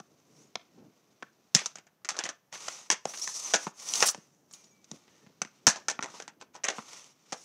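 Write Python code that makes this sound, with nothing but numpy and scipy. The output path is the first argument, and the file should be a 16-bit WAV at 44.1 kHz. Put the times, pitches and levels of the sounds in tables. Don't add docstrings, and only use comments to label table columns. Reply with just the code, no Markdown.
import sys
import numpy as np
from scipy import signal
from scipy.fft import rfft, irfft
from scipy.io import wavfile
from scipy.ndimage import uniform_filter1d

SR = 44100
rng = np.random.default_rng(int(sys.argv[2]) if len(sys.argv) > 2 else 0)


def persist_wave(psi):
    counts = np.round(np.clip(psi, -1, 1) * 32767).astype(np.int16)
    wavfile.write(sys.argv[1], SR, np.atleast_2d(counts).T)


N = 328104

# (frequency [Hz], relative level [dB], t60 [s])
PAD_MODES = [(456, -20.5, 0.0067), (680, -20.5, 0.06), (840, 11, 0.011), (1020, 8, 0.013),
             (1315, 5.5, 0.017), (1470, 11.5, 0.01), (1806, 8, 0.018), (2070, 6, .009), (2139, 3, 0.0033),
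             (2887, -3.5, 0.0033), (3405, 1, 0.023)]


def undb(db):
    return 10 ** (np.asarray(db) / 20)


def unit(x):
    return x / np.sqrt(np.mean(x ** 2))


def band(x, lo_hz, hi_hz, order=2):
    edges_hz = [lo_hz, min(hi_hz, .45 * SR)]
    return signal.sosfilt(signal.butter(order, edges_hz, "band", fs=SR, output="sos"), x)


def grit(size, spread_db, grain_s):
    k = max(int(grain_s * SR), 2)
    levels = undb(spread_db * rng.exponential(size=size // k + 1))
    clumps = np.repeat(levels, k)[:size]
    return unit(uniform_filter1d(clumps, k) * rng.standard_normal(size))


def ring(modes, t, scatter_db):
    hz, db, t60 = (column[:, None] for column in np.transpose(modes))
    sign = rng.choice([-1, 1], hz.shape)
    share = undb(db + scatter_db * rng.standard_normal(hz.shape)) * sign
    return (share * np.sin(2 * np.pi * hz * t) * 1000. ** (-t / t60)).sum(axis=0)


def add(out, s, x):
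    i = int(s * SR)
    out[i:i + len(x)] += x[:len(out) - i]


def swell(start, fullest, end):
    edge_db, bend = -26.5, 1.89
    lift = .15
    gain = np.zeros(N)
    span = np.arange(max(int(start * SR), 0), min(int(end * SR), N))
    away = np.abs(np.interp(span / SR, [start, fullest, end], [-1, 0, 1]))
    gain[span] = undb(edge_db * away ** bend) * np.minimum((1 - away) / lift, 1)
    return gain


def wander(rate):
    k = int(SR / rate)
    smooth = uniform_filter1d(rng.standard_normal(N), k)
    return unit(uniform_filter1d(smooth, k))


def air():
    # (frequency [Hz], relative level per Hz [dB])
    spectrum = [(24, -15.5), (40, -11), (155, 3), (276, -7.5), (600, -5.5), (3300, -23), (6490, -33),
                (8130, -31.5), (14800, -22.5), (16000, -33.5)]
    level_db = -72.5
    hz, db = np.transpose(spectrum)
    bin_hz = np.fft.rfftfreq(N, 1 / SR) + 1
    shape = undb(np.interp(np.log(bin_hz), np.log(hz), db))
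    return undb(level_db) * unit(irfft(rfft(rng.standard_normal(N)) * shape, N))


def yard(x):
    # (delay [s], level before the common trim [dB])
    echoes = [(0.013, -19), (0.038, -23.5), (.054, -28.5), (0.091, -41.5)]
    tail_t60_s, tail_db, echo_trim_db = .5, -58, -25.5
    t = np.arange(SR // 2) / SR
    reply = undb(tail_db) * 1000. ** (-t / tail_t60_s) * (1 - np.exp(-t / 0.0024))
    for delay, db in echoes:
        smear = (t > delay) * np.exp(-np.abs(t - delay) / 0.0094)
        reply = reply + undb(db + echo_trim_db) * smear
    response = band(reply * rng.standard_normal(len(t)), 480, 4000, order=1)
    return signal.fftconvolve(x, response)[:N]


def frame():
    # (start [s], length [s], start pitch [Hz], end pitch [Hz], level before fades [dB], waver [share])
    tones = [(4.535, 0.043, 6790, 6670, -61, .003), (4.54, 0.17, 2410, 2330, -72, .006),
             (4.585, .07, 6600, 6400, -72, .004), (4.642, 0.034, 6850, 6750, -68, .003),
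             (4.707, 0.038, 6660, 6560, -72, .003), (4.71, 0.17, 2320, 2286, -72, .003),
             (5.096, .11, 1730, 1940, -73, 0.026), (5.13, .1, 2820, 3100, -75, 0.033),
             (5.21, 0.069, 1750, 1850, -71, .03)]
    out = np.zeros(N)
    for s, length, start_hz, end_hz, db, waver in tones:
        t = np.linspace(0, 1, int(length * SR))
        drift = 14 * uniform_filter1d(rng.standard_normal(len(t)), SR // 200)
        hz = (start_hz + (end_hz - start_hz) * t) * (1 + waver * drift)
        fade = np.minimum(12 * t, 1) * (1 - t) ** 0.64
        add(out, s, undb(db) * fade * np.sin(2 * np.pi * np.cumsum(hz) / SR))
    return out


def squeak():
    centre_hz, pitch_wander, width_hz, flicker_db = 5980, 0.066, 150, 4.5
    phase = 2 * np.pi * np.cumsum(centre_hz * (1 + pitch_wander * wander(16))) / SR
    flicker = undb(flicker_db * wander(45))
    streak = wander(4 * width_hz) * np.cos(phase) + wander(4 * width_hz) * np.sin(phase)
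    return unit(flicker * streak)


def slide():
    # (start [s], fullest [s], end [s], hiss [dB], rub minus hiss [dB], sizzle minus hiss [dB])
    strokes = [(0.23, 0.406, 0.53, -61.5, -15, -18), (1.542, 1.56, 1.75, -57.5, 8, -28),
               (2.092, 2.225, 2.36, -65, 6.5, -27), (2.517, 2.537, 2.59, -51.5, 4, -24),
               (2.518, 2.647, 2.943, -43, -6.5, -49), (3.036, 3.11, 3.37, -40, -12.5, -15),
               (3.215, 3.218, 3.27, -33, -22, -30.5), (3.34, 3.342, 3.41, -34, -18.5, -24.5),
               (3.45, 3.468, 3.5, -43, -12.5, -24), (3.09, 3.356, 3.6, -33, -23, -37),
               (3.35, 3.524, 3.54, -41.5, -5.5, -23), (3.5, 3.64, 3.725, -39.5, -11, -32),
               (3.73, 3.81, 3.92, -44.5, -13.5, -21.5), (3.786, 3.959, 4.1, -28.5, -15, -17),
               (3.947, 4.043, 4.1, -28.5, -9.5, -18), (4.056, 4.064, 4.13, -18.5, -26.5, -7),
               (4.077, 4.114, 4.3, -60.5, -6, -10), (4.48, 4.555, 4.76, -60, -8.5, -15.5),
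               (4.526, 4.527, 4.57, -56.5, -20, 3.5), (4.86, 4.956, 5.05, -61.5, -9.5, -19),
               (5.7, 5.79, 5.86, -75, 3, -22), (6.024, 6.163, 6.3, -55.5, -1.5, -47),
               (6.398, 6.404, 6.46, -69.5, 7, -36), (6.531, 6.548, 6.6, -63.5, 2, -26),
               (6.7, 6.772, 6.86, -51, -4, -33), (6.747, 6.94, 7.16, -48.5, -5.5, -39),
               (7.288, 7.43, 7.6, -50.5, -28, -24.5)]
    # (time [s], treble [dB], middle [dB], bass [dB])
    background = [(0, -73, -77.5, -73.5), (.6, -84, -75, -71.5), (1.099, -82, -77.5, -72),
                  (1.498, -83.5, -77, -75.5), (1.929, -88.5, -89, -82.5), (2.501, -82, -90, -87),
                  (3.741, -85, -80.5, -75), (4.25, -68.5, -79, -70), (4.47, -73, -85, -71.5),
                  (5.041, -77, -70, -71), (5.24, -73.5, -72.5, -67), (5.34, -94, -75.5, -71),
                  (5.54, -75, -72, -72.5), (5.65, -79.5, -74, -65), (6.35, -91, -88.5, -67.5),
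                  (6.62, -93, -88.5, -74), (7.13, -79.5, -78.5, -76.5), (7.3, -67.5, -65.5, -72)]
    # (middle [s], length [s], level [dB])
    gusts = [(0.117, 0.082, -66), (0.384, .3, -63), (0.822, 0.21, -54.5), (4.941, 0.074, -51.5),
             (5.303, 0.047, -64)]
    surge_db = 1.45
    rumble_db = -21.5
    hiss_trim_db, sizzle_trim_db, squeak_db = -14.5, -4.5, -6

    s, *columns = np.transpose(background)
    hiss, rub, rumble = (undb(np.interp(np.arange(N) / SR, s, column)) for column in columns)
    sizzle = np.zeros(N)
    for start, fullest, end, db, rub_db, sizzle_db in strokes:
        push = undb(db) * swell(start, fullest, end)
        hiss = hiss + push
        rub = rub + undb(rub_db) * push
        sizzle = sizzle + undb(sizzle_db) * push
        rumble = rumble + undb(rub_db + rumble_db) * push
    for middle, length, db in gusts:
        rumble = rumble + undb(db) * swell(middle - length / 2, middle, middle + length / 2)

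    grains = grit(N, 1.3, .0015) * undb(surge_db * wander(70))
    body = signal.fftconvolve(grains, ring(PAD_MODES, np.arange(SR // 20) / SR, 0))[:N]
    rubbed = unit(unit(body) + 3.5 * unit(band(grains, 450, 4300)))
    hissing = unit(band(band(grains, 3700, 9400, order=1), 1400, 8400))
    hissing = hissing + undb(squeak_db) * squeak()
    sizzling = unit(band(grains, 6400, 9700) + 0.37 * band(grains, 16000, 19845))
    rumbling = unit(band(grit(N, 1.5, .015), 110, 380))
    return (undb(hiss_trim_db) * hiss * hissing + rub * rubbed
            + undb(sizzle_trim_db) * sizzle * sizzling + rumble * rumbling)


def blows():
    # (time [s], crack [dB], thump minus crack [dB],
    # pad ring minus crack [dB], hardness [0-1], chatter t60 [s], at least 8 ms used)
    hits = [(.0005, -46, -2, 1, 0, 0.023), (.5549, -34.5, -26, -4, 0.11, 0.0067),
            (0.556, -49, 3, 16.5, 0.66, 0.016), (1.225, -48.5, -30, 8.5, 0.08, 0.034),
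            (1.2283, -47.5, -3, 7, 0.26, 0.012), (1.5489, -5.5, -18.5, -23.5, 0.27, 0.05),
            (1.5647, -18, -35, -9.5, 0.9, 0.14), (1.5949, -30.5, -31, -8.5, 0.8, 0.083),
            (1.617, -46, -42, 3, 0.2, 0.13), (1.6592, -21.5, -39, -16.5, 0.55, 0.063),
            (1.7562, -35.5, -24, -11, 0.58, 0.045), (1.771, -47, -15, -4, .55, 0.054),
            (1.7844, -42.5, -18, -7, 0.44, 0.071), (1.8678, -53.5, -17, -5.5, 0.52, 0.094),
            (2.018, -73, 5, 0, 0, 0.057), (2.0476, -33.5, -47, -8.5, 0.3, 0.098),
            (2.089, -22.5, -40, -6, 1, 0.1), (2.1148, -40, -17, -4, 0, 0.14),
            (2.1439, -47.5, -21, 1, 0.24, 0.17), (2.1669, -34.5, -42, -8, .1, 0.12),
            (2.1897, -21, -45, -11, 0.42, 0.089), (2.2016, -37, -30, -0.5, 0.57, 0.3),
            (2.238, -26, -39, -14.5, 0, 0.19), (2.254, -29, -24, -4, 0.6, 0.1),
            (2.2902, -28.5, -30, -8, 0.26, 0.091), (2.5263, -37, -20, -6.5, 0.55, 0.096),
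            (2.5549, -39.5, -23, -3, 0.6, .04), (2.6828, -24.5, -36, -8.5, 0.57, 0.047),
            (2.9019, -13, -43, -10, 0.5, 0.052), (2.9126, -16.5, -47, -12.5, 0.4, 0.13),
            (2.9227, -21.5, -24, -10, 0.55, 0.08), (3.0534, -28, -12, 1, 0, 0.096),
            (3.137, -36.5, -38, -3, 0.8, 0.063), (3.1741, -34.5, -37, -19.5, 0.3, 0.065),
            (3.2747, -22, -35.5, -10.5, 0.79, .14), (3.5373, -13, -28, -6, 0.29, 0.11),
            (3.5445, -19, -22.5, -26, .3, 0.23), (3.6682, -39, 5, 8.5, 0, 0.058),
            (3.7987, -39.5, -29, -25, 0.6, .06), (3.8883, -27.5, -55.5, -35, .55, .08),
            (3.937, -18.5, -62, -45, 0.7, 0.093), (3.9555, -20.5, -44.5, -26.5, .95, 0.14),
            (4.0048, -19.5, -34, -17.5, 0.6, 0.041), (4.0254, -11, -30, -6.5, 0.41, 0.082),
            (4.074, -20, -39.5, -21, 1, 0.073), (4.0853, -15, -44.5, -19.5, 0.77, 0.12),
            (4.1466, -38.5, -10, 0, 0, 0.029), (4.1774, -53.5, 7, -7, 0.1, 0.043),
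            (4.511, -46.5, -21, -14, 0.9, 0.13), (4.5363, -39, -27, -29, 0.26, 0.079),
            (4.642, -50, -19, -30, .55, .08), (4.844, -48.5, -34.5, -21, 0.6, 0.048),
            (4.9144, -34, -6, -15.5, 0.14, 0.019), (5.079, -61.5, -6, 1, 0.5, .06),
            (5.2646, -59.5, 9.5, 1, 0.39, 0.069), (5.4177, -22, -18, -8.5, 0.41, 0.043),
            (5.4491, -43, -6, -2.5, 0.3, .039), (5.6683, -6.5, -14, -13.5, 0.5, 0.093),
            (5.671, -8, -11.5, -11.5, 0.46, 0.047), (5.6854, -11.5, -31.5, -14, .9, 0.17),
            (5.7055, -23.5, -34.5, -12.5, 0.98, 0.088), (5.759, -36, -32, -5, 0, 0.042),
            (5.7658, -38, -21, -6.5, 0.1, 0.19), (5.884, -17.5, -35, -9, 0.57, 0.094),
            (5.8993, -23, -47, -13, 0.5, 0.09), (5.9078, -27.5, -34, -10.5, 0.14, 0.16),
            (5.9912, -44.5, -4, 14.5, 0.08, 0.0096), (6.008, -44.5, -28, -2, 0, 0.093),
            (6.0255, -28.5, -30, -5.5, 0.37, 0.077), (6.0346, -31.5, -16, -7, 0.03, 0.21),
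            (6.0993, -48, -14, -9, 0, 0.096), (6.141, -47.5, -11, 0.5, 0, 0.21),
            (6.1996, -37, -41, -3, 0.05, 0.14), (6.2232, -38, -28, -11.5, 0.5, 0.034),
            (6.2787, -37.5, -28, -5.5, 0.24, 0.1), (6.4127, -41, -28, -6.5, 0.36, 0.085),
            (6.4211, -50, -23, 0, 0, 0.071), (6.5454, -51, -24, -5, 0.05, .058),
            (6.552, -44.5, -28, -0.5, 0, 0.18), (6.6362, -32.5, -40, -4.5, 0.5, 0.047),
            (6.6404, -21, -31, -10, .62, 0.21), (6.685, -19, -28, -6.5, 0.53, 0.071),
            (6.7006, -29.5, -43, -6.5, 0, 0.26), (6.7837, -45, 4.5, 10, 0, 0.076),
            (7.3229, -27.5, -17, -5.5, 0.09, 0.15)]
    # (frequency [Hz], relative level [dB], t60 [s])
    flex_modes = [(95, -11, 0.018), (157, -7.5, 0.046), (209, -7, 0.046), (278, 3, 0.01)]
    chatter_db = -5.5
    crack_trim_db, thump_trim_db, pad_trim_db = -14, -3, -2.5
    crack_t60_s = 0.19
    sizzle_db, sizzle_per_hard_db, sizzle_growth = -65, 7, 0.37

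    out, t = np.zeros(N), np.arange(SR // 7) / SR
    head = SR // 100
    for s, db, thump_db, pad_db, hard, t60 in hits:
        contact = 1.4 * np.exp(-t / .00004)
        contact = contact + 0.6 * rng.standard_normal(len(t)) * np.exp(-t / 0.0019)
        chatter = grit(len(t), 3.2, .0014) * 1000. ** (-t / max(t60, .008))
        force = contact + undb(chatter_db) * chatter
        treble = force * 1000. ** (-t / crack_t60_s)
        crack = band(treble, 2800, 7500, order=3)
        sizzle = band(treble, 5700, 16000)

        pad_hz = 450 * 6 ** np.clip(hard, 0, 1)
        modes = signal.fftconvolve(force, ring(PAD_MODES, t[:SR // 20], 2.8))[:len(t)]
        pad = band(unit(modes) + 2.2 * unit(band(force, 300, 4500)), pad_hz / 3, pad_hz * 3)

        thud = band(rng.standard_normal(len(t)), 70, 300) * 1000. ** (-t / 0.027)
        flex = unit(ring(flex_modes, t, 1.3)) + 0.33 * unit(thud)
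        flex = flex * (1 - np.exp(-t / 0.0044))

        sizzle_gain_db = sizzle_db + sizzle_per_hard_db * hard + (sizzle_growth - 1) * db
        parts = [(crack, crack_trim_db), (flex, thump_db + thump_trim_db),
                 (pad, pad_db + pad_trim_db), (sizzle, sizzle_gain_db)]
        for part, gain_db in parts:
            add(out, s, undb(db + gain_db) * part / np.sqrt(np.mean(part[:head] ** 2)))
    return out


def scene():
    near = frame() + slide() + blows()
    return (near + yard(near) + air())[None]


def record(dry):
    low_cut_hz, top_hz = 130, 15600
    port_hz, port_width_hz, port_db = 6100, 1100, 11.5
    x = signal.sosfilt(signal.butter(2, low_cut_hz, "high", fs=SR, output="sos"), dry)
    b, a = signal.iirpeak(port_hz, port_hz / port_width_hz, fs=SR)
    x = x + (undb(port_db) - 1) * signal.lfilter(b, a, x)
    rounded = band(np.tanh(1.161 * x) / 1.1, 40, 19000)
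    return signal.sosfilt(signal.ellip(8, .2, 70, top_hz, fs=SR, output="sos"), rounded)


dry = scene()
out = record(dry)
persist_wave(out)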